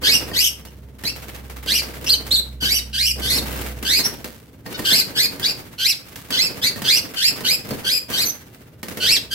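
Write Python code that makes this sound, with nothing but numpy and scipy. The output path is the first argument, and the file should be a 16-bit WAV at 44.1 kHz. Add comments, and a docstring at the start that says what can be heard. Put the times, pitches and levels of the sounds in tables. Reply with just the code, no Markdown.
"""A small hard room, where lovebirds screech and flap about a wire cage as a hand tries to catch one.
Each call is a harmonic buzz of the syrinx, chopped into bursts and filtered by throat and beak.
Wings push puffs of air, rub their feathers and brush the bars; claws, beaks and bodies strike the
cage and excite its modes. All this reverberates briefly, over the hum of an engine idling outside."""
import sys
import numpy as np
from scipy import signal
from scipy.fft import rfft, irfft
from scipy.io import wavfile
from scipy.ndimage import uniform_filter1d

SR = 44100
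rng = np.random.default_rng(int(sys.argv[2]) if len(sys.argv) > 2 else 0)


def unload_audio(sound):
    """Save the sound as a 16-bit wav file, at the path given as the first command line argument."""
    columns = np.transpose(np.atleast_2d(sound))
    # keep every value between -1 and 1, then stretch to whole-number steps
    steps = np.round(np.clip(columns, -1, 1) * 32767)
    wavfile.write(sys.argv[1], SR, steps.astype(np.int16))


N = 411894
TIME = np.arange(N) / SR

# firing rate of the engine: t/s, f/Hz
FIRING_RATE = [(1.4, 21.6), (3.2, 21.3), (4.3, 21.2), (9.3, 20.4)]
# loudness of the engine: t/s, level/dB
ENGINE_LEVEL = [(0, -36.5), (.8, -42), (1.2, -38), (3.72, -30.5), (4.39, -51.5), (9.05, -60), (9.34, -44)]
# exhaust orders: multiple of the firing rate, level/dB
EXHAUST_ORDERS = [(3, 0.5), (4, -21), (6, -11), (10, -15), (12, -24)]
# bouts of flapping: t/s, duration/s, air level/dB, feather level/dB
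FLAP_BOUTS = [(0.011, 0.25, -34.5, -33.5), (.45, 0.17, -47.5, -48), (1.0, 0.54, -44.5, -46.5),
              (1.648, 0.67, -39, -39.5), (2.615, 0.048, -37.5, -36.5), (3.149, 0.49, -34.5, -34.5),
              (3.327, 0.047, -29, -30.5), (3.79, 0.35, -38.5, -39.5), (4.652, .38, -37, -36),
              (5.09, 0.46, -38.5, -37), (5.7, 0.66, -50.5, -45.5), (6.28, 0.77, -38.5, -37),
              (7.27, 0.27, -38.5, -37.5), (7.643, .19, -36.5, -36), (8.078, 0.082, -37.5, -31.5),
              (8.401, 0.21, -51.5, -49), (8.898, .22, -36.5, -37.5)]
# spectrum of pushed air and of thuds: f/Hz, level/dB
AIR_SPECTRUM = [(35, -15.5), (60, -24), (92, -6), (179, -4), (298, -3), (484, -6.5), (660, -11.5),
                (715, -17), (1500, -25.5), (1950, -58), (3300, -120)]
# spectrum of feather friction: f/Hz, level/dB
FEATHER_SPECTRUM = [(400, -1.5), (1000, -2), (2000, -1.5), (4500, -9), (7000, -11.5), (10000, -11.5),
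                    (13000, -8.5), (16000, -8)]
# claws, beaks and bodies hitting the cage: t/s, tick level/dB, thud level/dB
IMPACTS = [(0.029, -28, -31), (.315, -32, -29.5), (0.651, -30.5, -42.5), (1.0368, -20, -31.5),
           (1.661, -24, -34.5), (2.0431, -21, -37), (2.267, -23, -44), (2.623, -26.5, -33),
           (3.8277, -18, -34.5), (3.994, -15, -29), (4.061, -36, -32.5), (4.244, -20.5, -31.5),
           (4.662, -30.5, -31), (4.792, -17, -27.5), (4.92, -25, -26), (5.3968, -20.5, -34),
           (6.085, -32, -51), (6.1579, -23, -41), (6.305, -16.5, -31.5), (6.76, -26, -31),
           (6.819, -17.5, -29.5), (7.407, -22.5, -31.5), (7.707, -20, -23), (8.101, -21, -34),
           (8.24, -21, -31), (8.83, -21, -32), (8.8828, -21.5, -36), (8.972, -19.5, -33)]
# spectrum of a tick on wire: f/Hz, level/dB
TICK_SPECTRUM = [(600, -4.5), (1500, -1.5), (4500, -5), (7000, -8), (12000, -7), (16000, -4)]
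# modes of bars and tray: f/Hz, level/dB, T60/s
CAGE_MODES = [(223.4, -2.5, 0.43), (298, -8, 0.11), (487, -8, 0.081), (1010, -3.5, 0.13),
              (1845, 3.5, 0.087), (4280, -9.5, 0.18), (4840, -3.5, .1)]
# screeches: t/s, rasp/s, climb/s, drop/s, top f/Hz, end f/Hz, rasp level/dB, cry level/dB,
# roughness of the cry, treble gain/dB
SCREECH_CALLS = [ (.036, .034, 0.079, .033, 2862, 2595, -11, -12.5, 0.62, -2),
                 (0.334, .02, 0.098, 0.035, 3160, 2606, -20.5, -13, 0.77, -1),
                 (1.044, 0.0017, .044, 0.012, 2607, 2540, -24.5, -19, 0.67, -4),
                 (1.674, 0.027, 0.064, .038, 2796, 2150, -17, -15, 0.69, -1.5),
                 (2.61, .076, 0.078, 0.029, 3050, 2010, -17.5, -16, 0.53, 1),
                 (2.933, 0.055, 0.088, 0.042, 2877, 2567, -19.5, -15.5, 0.64, 0.5),
                 (3.218, 0.065, 0.088, 0.026, 2655, 1696, -20, -18, 1.04, 3),
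                 (3.85, 0.041, 0.083, 0.035, 2545, 2014, -17, -14, 0.64, 1.5),
                 (4.849, 0.067, 0.058, 0.043, 2665, 2075, -14, -12, 0.71, -0.5),
                 (5.155, 0.025, 0.055, .03, 2478, 2108, -17, -14, 0.56, 0),
                 (5.423, .013, 0.057, 0.023, 2610, 2330, -19, -16, 0.59, -4),
                 (5.786, 0.058, 0.05, 0.036, 2790, 1650, -18, -14, 0.45, -0.5),
                 (6.318, 0.059, 0.069, 0.031, 2760, 2146, -17, -14, .35, -4.5),
                 (6.622, 0.0087, .042, 0.019, 2390, 2125, -14.5, -14.5, .85, -1.5),
                 (6.847, .04, .087, .018, 2786, 2290, -14.5, -12, .62, -2),
                 (7.164, .058, 0.051, 0.034, 2617, 2390, -18.5, -13, 0.6, -1.5),
                 (7.443, 0.029, 0.054, 0.031, 2614, 2420, -18, -13.5, 0.39, -1),
                 (7.845, 0.044, 0.036, 0.059, 2567, 2433, -19, -15, 0.35, -0.5),
                 (8.126, 0.049, .042, .024, 2490, 2077, -19, -15.5, .68, 1),
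                 (9.004, 0.069, 0.065, 0.035, 2790, 1645, -15.5, -12, 0.51, -2),
                 (9.312, .06, 0.075, 0.026, 2700, 2200, -18.5, -15, .6, 2)]
# response of throat and open beak: f/Hz, gain/dB
VOCAL_TRACT = [(1000, -31), (1500, 0), (2200, -3), (2800, -1), (3400, 0.5), (4400, -0.5), (5500, -6),
               (6500, -14), (7800, -13), (9600, -17.5), (12500, -10), (16000, -33)]
# chirps: t/s, duration/s, start f/Hz, middle f/Hz, end f/Hz, level/dB, roughness
CHIRP_CALLS = [ (0.67, 0.019, 2750, 2950, 2890, -46, 0.3), (2.065, .03, 2660, 2914, 3130, -20, 0.62),
               (2.093, 0.046, 4060, 4760, 3960, -12, .2), (2.135, .015, 3160, 3140, 2890, -18, 0.2),
               (2.31, .052, 3494, 4416, 3460, -13.5, .28), (2.363, .035, 3280, 4043, 3980, -14.5, 0.23),
               (4.039, 0.028, 5140, 5640, 5600, -15.5, 0.2), (4.74, 0.019, 728, 745, 740, -30, .15),
               (8.254, 0.047, 6080, 6190, 6180, -16, 0.08)]
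# wing tips brushing the bars: t/s, strokes, interval/s, level/dB
SLAP_RUNS = [(.985, 1, .06, -31), (1.159, 4, .062, -23.5), (1.497, 3, .065, -25), (1.819, 1, .06, -17.5),
             (1.9363, 1, .06, -26), (3.456, 5, .051, -17.5), (4.051, 1, .06, -14.5), (7.138, 1, .06, -20),
             (7.359, 1, .06, -19.5)]
# reverberation time of the room: f/Hz, T60/s
REVERB_TIME = [(150, 0.29), (1000, 0.32), (5000, 0.28), (14000, 0.26)]

STIR_AIR_DB, STIR_FEATHER_DB = -52, -56.5  # the birds never sit quite still


def amp(db):
    """Amplitude ratio of a level in dB."""
    return 10 ** (np.asarray(db) / 20)


def unit(x):
    """Scales to rms 1."""
    return x / np.sqrt(np.mean(x ** 2) + 1e-20)


def read(points, hz):
    """Interpolates on a log-frequency axis."""
    f, value = np.transpose(points)
    return np.interp(np.log(hz + 1), np.log(f), value)


def colour(x, points, size=2048):
    """Minimum-phase filter through points of f/Hz, gain/dB."""
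    log_gain = np.log(amp(read(points, abs(np.fft.fftfreq(size, 1 / SR)))))
    taps = np.fft.ifft(np.exp(signal.hilbert(log_gain).conj())).real[:size // 2]
    filtered = signal.oaconvolve(np.atleast_2d(x), taps[None], axes=1)
    return filtered[:, :x.shape[-1]].reshape(x.shape)


def wobble(count, hz):
    """Low-pass noise of rms 1, up to about hz."""
    f = np.fft.rfftfreq(count, 1 / SR)
    return unit(irfft(rfft(rng.standard_normal(count)) / (1 + (f / hz) ** 4), count))


def pair(count, correlation):
    """Partially coherent noise in two channels."""
    shared = np.sqrt(correlation) * rng.standard_normal(count)
    return shared + np.sqrt(1 - correlation) * rng.standard_normal((2, count))


def add(mix, s, sound):
    """Superposes a stereo sound at time s."""
    part = mix[:, max(round(s * SR), 0):][:, :sound.shape[1]]
    part += sound[:, :part.shape[1]]


def engine(waver_db=1.3):
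    """Periodic firing makes a harmonic series; only low exhaust orders pass the walls."""
    firing_hz = np.interp(TIME, *np.transpose(FIRING_RATE)) * (1 + 0.0127 * wobble(N, 6))
    cycles = np.cumsum(firing_hz) / SR
    hum = sum(amp(db + waver_db * wobble(N, 4)) * np.sin(2 * np.pi * (round(k) * cycles + rng.random()))
              for k, db in EXHAUST_ORDERS)
    return hum * amp(np.interp(TIME, *np.transpose(ENGINE_LEVEL))) * amp([[-1], [1]])


def hush(level_db=-47):
    """Stationary background noise, strongest near 100 Hz."""
    spectrum = [(25, -23.5), (100, 5.5), (350, -10), (700, -27), (2000, -31), (6000, -47.5), (16000, -44)]
    return amp(level_db) * unit(colour(pair(N, 1.0), spectrum))


def bouts(start, length, level_db, stir_db, attack_s=0.014, fade_db_per_s=58):
    """Envelope of flapping: each bout rises, holds and decays exponentially to a faint stirring."""
    s = TIME[::64]
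    t = s[:, None] - start
    gain = np.clip(t / attack_s, 0, 1) * amp(level_db - fade_db_per_s * np.maximum(t - length, 0))
    return np.interp(TIME, s, np.maximum(gain.max(axis=1), amp(stir_db)))


def wings(beat_hz=15, air_depth_db=3, feather_depth_db=5, grain_db=-2):
    """Amplitude-modulated noise: each stroke displaces air and rubs the feathers together."""
    start, length, air_db, feather_db = np.transpose(FLAP_BOUTS)
    stroke = np.sin(2 * np.pi * np.cumsum(beat_hz * (1 + 0.192 * wobble(N, 4.16))) / SR)
    air = unit(colour(pair(N, 0.79), AIR_SPECTRUM) * amp(air_depth_db * stroke))
    air *= bouts(start, length, air_db, STIR_AIR_DB)
    friction = pair(N, 0.047) * amp(feather_depth_db * stroke + grain_db * wobble(N, 400))
    rustle = unit(colour(friction, FEATHER_SPECTRUM))
    return air + rustle * bouts(start, length, feather_db, STIR_FEATHER_DB)


def claws(ticks_per_s=10, gain_db=8.5, spread_db=4, decay_s=0.0037):
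    """A Poisson process: claws tick on the wire at random, harder when the birds flap harder."""
    start, length, _, feather_db = np.transpose(FLAP_BOUTS)
    hits = (rng.random(N) < ticks_per_s / SR) * amp(gain_db + spread_db * (2 * rng.random(N) - 0.5))
    hits *= bouts(start, length, feather_db, STIR_FEATHER_DB)
    envelope = signal.lfilter([1], [1, -np.exp(-1 / (decay_s * SR))], hits + 1e-12)
    return colour(pair(N, 0.18) * envelope, TICK_SPECTRUM)


def knocks(tick_s=0.011, rattle_db=-13, rattle_s=0.11, rattles_per_s=500, thud_s=0.034, ring_db=-4):
    """Impact excitation: a blow ticks, rattles loose wires, thuds in the tray and rings damped modes."""
    out, t = np.zeros((2, N)), np.arange(SR // 2) / SR
    for s, tick_db, thud_db in IMPACTS:
        contacts = unit(1. * (rng.random(len(t)) < rattles_per_s / SR))
        rattle = amp(rattle_db) * contacts * np.exp(-t / rattle_s)
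        tick = colour(pair(len(t), 0.23) * (np.exp(-t / tick_s) + rattle), TICK_SPECTRUM)
        ring = sum(amp(db - 60 * t / t60) * np.sin(2 * np.pi * hz * t) * np.tanh(2 * pair(1, 0.42))
                   for hz, db, t60 in CAGE_MODES)
        thud = unit(colour(pair(len(t), 0.78), AIR_SPECTRUM)) * np.exp(-t / thud_s)
        add(out, s, amp(tick_db) * tick + amp(thud_db) * (thud + amp(ring_db) * ring))
    return out


def voice(contour, treble_db, jitter, jitter_hz, shimmer, hiss_db, overtone_db, attack_s, release_s):
    """Source and filter: the syrinx buzzes in rapid bursts, and the vocal tract shapes the spectrum."""
    s, *columns = contour
    t = np.arange(s.min() - attack_s / 2, s.max() + release_s / 2, 1 / SR)
    hz, level_db, rough = (np.interp(t, s, c) for c in columns)
    rough, count = np.clip(rough, 0, 1), len(t)
    # a rough voice strays in pitch on four time scales
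    shake = jitter * wobble(count, jitter_hz) + .053 * wobble(count, 340) + .036 * wobble(count, 95)
    hz *= 1 + rough * (shake + .025 * wobble(count, 60))
    phase = 2 * np.pi * np.cumsum(hz) / SR
    buzz = sum(amp(overtone_db * (k > 1)) * np.cos(k * phase) * (k * hz < SR / 2) for k in range(1, 11))
    burst_hz = 380 * (1 + .3 * wobble(count, 193))
    bursts = 1 + .85 * rough * np.cos(2 * np.pi * np.cumsum(burst_hz) / SR)
    hiss = colour(rng.standard_normal(count), [(4500, -21), (7500, -1.5)])  # air passing the beak
    call = colour((unit(buzz) + amp(hiss_db) * rough * hiss) * bursts, VOCAL_TRACT)
    call /= np.sqrt(uniform_filter1d(call ** 2, size=500) + 1e-9)  # loudness follows effort, not pitch
    call *= unit(np.exp(shimmer * np.tanh(wobble(count, 120))))
    call *= amp(level_db) * np.clip(np.minimum((t - t[0]) / attack_s, (t[-1] - t) / release_s), 0, 1)
    call = colour(call, [(5800, 0.02), (7800, treble_db)])  # brighter when the bird faces the listener
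    lag = round(SR * .00028 * (2 * rng.random() - 1))  # unequal paths to the two microphones
    return t[0], echoes(np.array([np.roll(call, lag), call]))


def screech(start, rasp_s, climb_s, drop_s, top_hz, end_hz, rasp_db, cry_db, cry_rough, treble_db):
    """A register break: a low rasp swells, breaks into a climbing cry and drops off."""
    rasp_hz, break_hz, surge_s = 1530, 1700, 0.025
    cry_s = climb_s + drop_s
    t = np.linspace(-rasp_s, cry_s, 100)  # zero at the break
    climb = np.clip(t / climb_s, 0, 1) ** .75
    drop = np.clip((t - climb_s) / drop_s, 0, 1) ** 1.3
    creep_hz = np.interp(t, [-0.01552, 0], [rasp_hz, break_hz])
    hz = creep_hz + (top_hz - break_hz) * climb - (top_hz - end_hz) * drop
    level_db = np.interp(t, [-rasp_s, 0, surge_s, cry_s], [rasp_db - 5.5, rasp_db, cry_db, cry_db - 4])
    rough = np.interp(t, [0, surge_s], [.68, cry_rough])
    return voice((start + rasp_s + t, hz, level_db, rough), treble_db, jitter=0.01, jitter_hz=614,
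                 shimmer=0.42, hiss_db=-11.5, overtone_db=9.5, attack_s=.016, release_s=0.0071)


def chirp(start, length, start_hz, middle_hz, end_hz, level_db, rough):
    """Frequency modulation along two half parabolas; the tone is stronger and rougher toward its ends."""
    u = np.linspace(-1, 1, 40)
    hz = middle_hz + (np.where(u < 0, start_hz, end_hz) - middle_hz) * u ** 2
    contour = start + length * (u + 1) / 2, hz, level_db + 3 * u ** 2, rough + 0.22 * u ** 2
    return voice(contour, treble_db=-7.5, jitter=0.038, jitter_hz=583,
                 shimmer=0.26, hiss_db=4.5, overtone_db=6, attack_s=.009, release_s=0.0096)


def slaps(rise_s=0.0035, decay_s=0.023, grain_db=3):
    """Friction noise: a wing tip sweeps the bars in a grainy swish, once a stroke."""
    out, t = np.zeros((2, N)), np.arange(SR // 8) / SR
    envelope = (1 - np.exp(-t / rise_s)) * np.exp(-t / decay_s)
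    for start, count, gap, db in SLAP_RUNS:
        for k in range(round(count)):
            swish = pair(len(t), 0.16) * amp(grain_db * wobble(len(t), 600)) * envelope
            add(out, start + k * gap - rise_s / 2, amp(db) * colour(swish, FEATHER_SPECTRUM))
    return out


def echoes(x, count=14, level_db=1, span_s=.012):
    """Early reflections from tray and walls comb-filter each channel; total energy is preserved."""
    taps = np.zeros((2, SR // 40))
    taps[:, 0] = 1
    for side in taps:
        delays = 1 + (SR * span_s * rng.random(count)).astype(int)
        side[delays] += amp(level_db) * rng.choice([-1, 1], count) / np.sqrt(count)
    heard = signal.fftconvolve(x, taps, axes=1)
    return heard * np.linalg.norm(x) / np.linalg.norm(heard)


def room(x, tail_db=-7.5, build_up_s=0.00065):
    """Reverberation: the diffuse field decays exponentially, fastest in the treble."""
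    hz, t, noise = signal.stft(rng.standard_normal((2, SR * 2 // 3)), SR, nperseg=256)
    envelope = amp(-60 * t / read(REVERB_TIME, hz)[:, None]) * (1 - np.exp(-t / build_up_s))
    tail = signal.istft(noise * envelope, SR, nperseg=256)[1]
    return x + signal.fftconvolve(x, amp(tail_db) * tail / np.linalg.norm(tail[0]), axes=1)[:, :N]


def scene():
    """Superposition: birds and cage reverberate in the room, over the engine and the hush."""
    background = hush()
    calls = np.zeros((2, N))
    for row in SCREECH_CALLS:
        add(calls, *screech(*row))
    for row in CHIRP_CALLS:
        add(calls, *chirp(*row))
    return room(calls + wings() + slaps() + knocks() + claws()) + engine() + background


def record(dry, ceiling=.92, cutoff_hz=15900):
    """Transduction: a slightly duller left microphone, soft saturation of peaks, then a band limit."""
    left = colour(dry[0], [(5000, -0.55), (8000, -1.5), (12000, -2.5)])
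    heard = np.array([left, dry[1]])
    heard /= (1 + (heard / ceiling) ** 8) ** (1 / 8)
    low_pass = signal.firwin(401, cutoff_hz, window=("kaiser", 8), fs=SR)
    return signal.oaconvolve(heard, low_pass[None], "same")


dry = scene()
out = record(dry)
unload_audio(out)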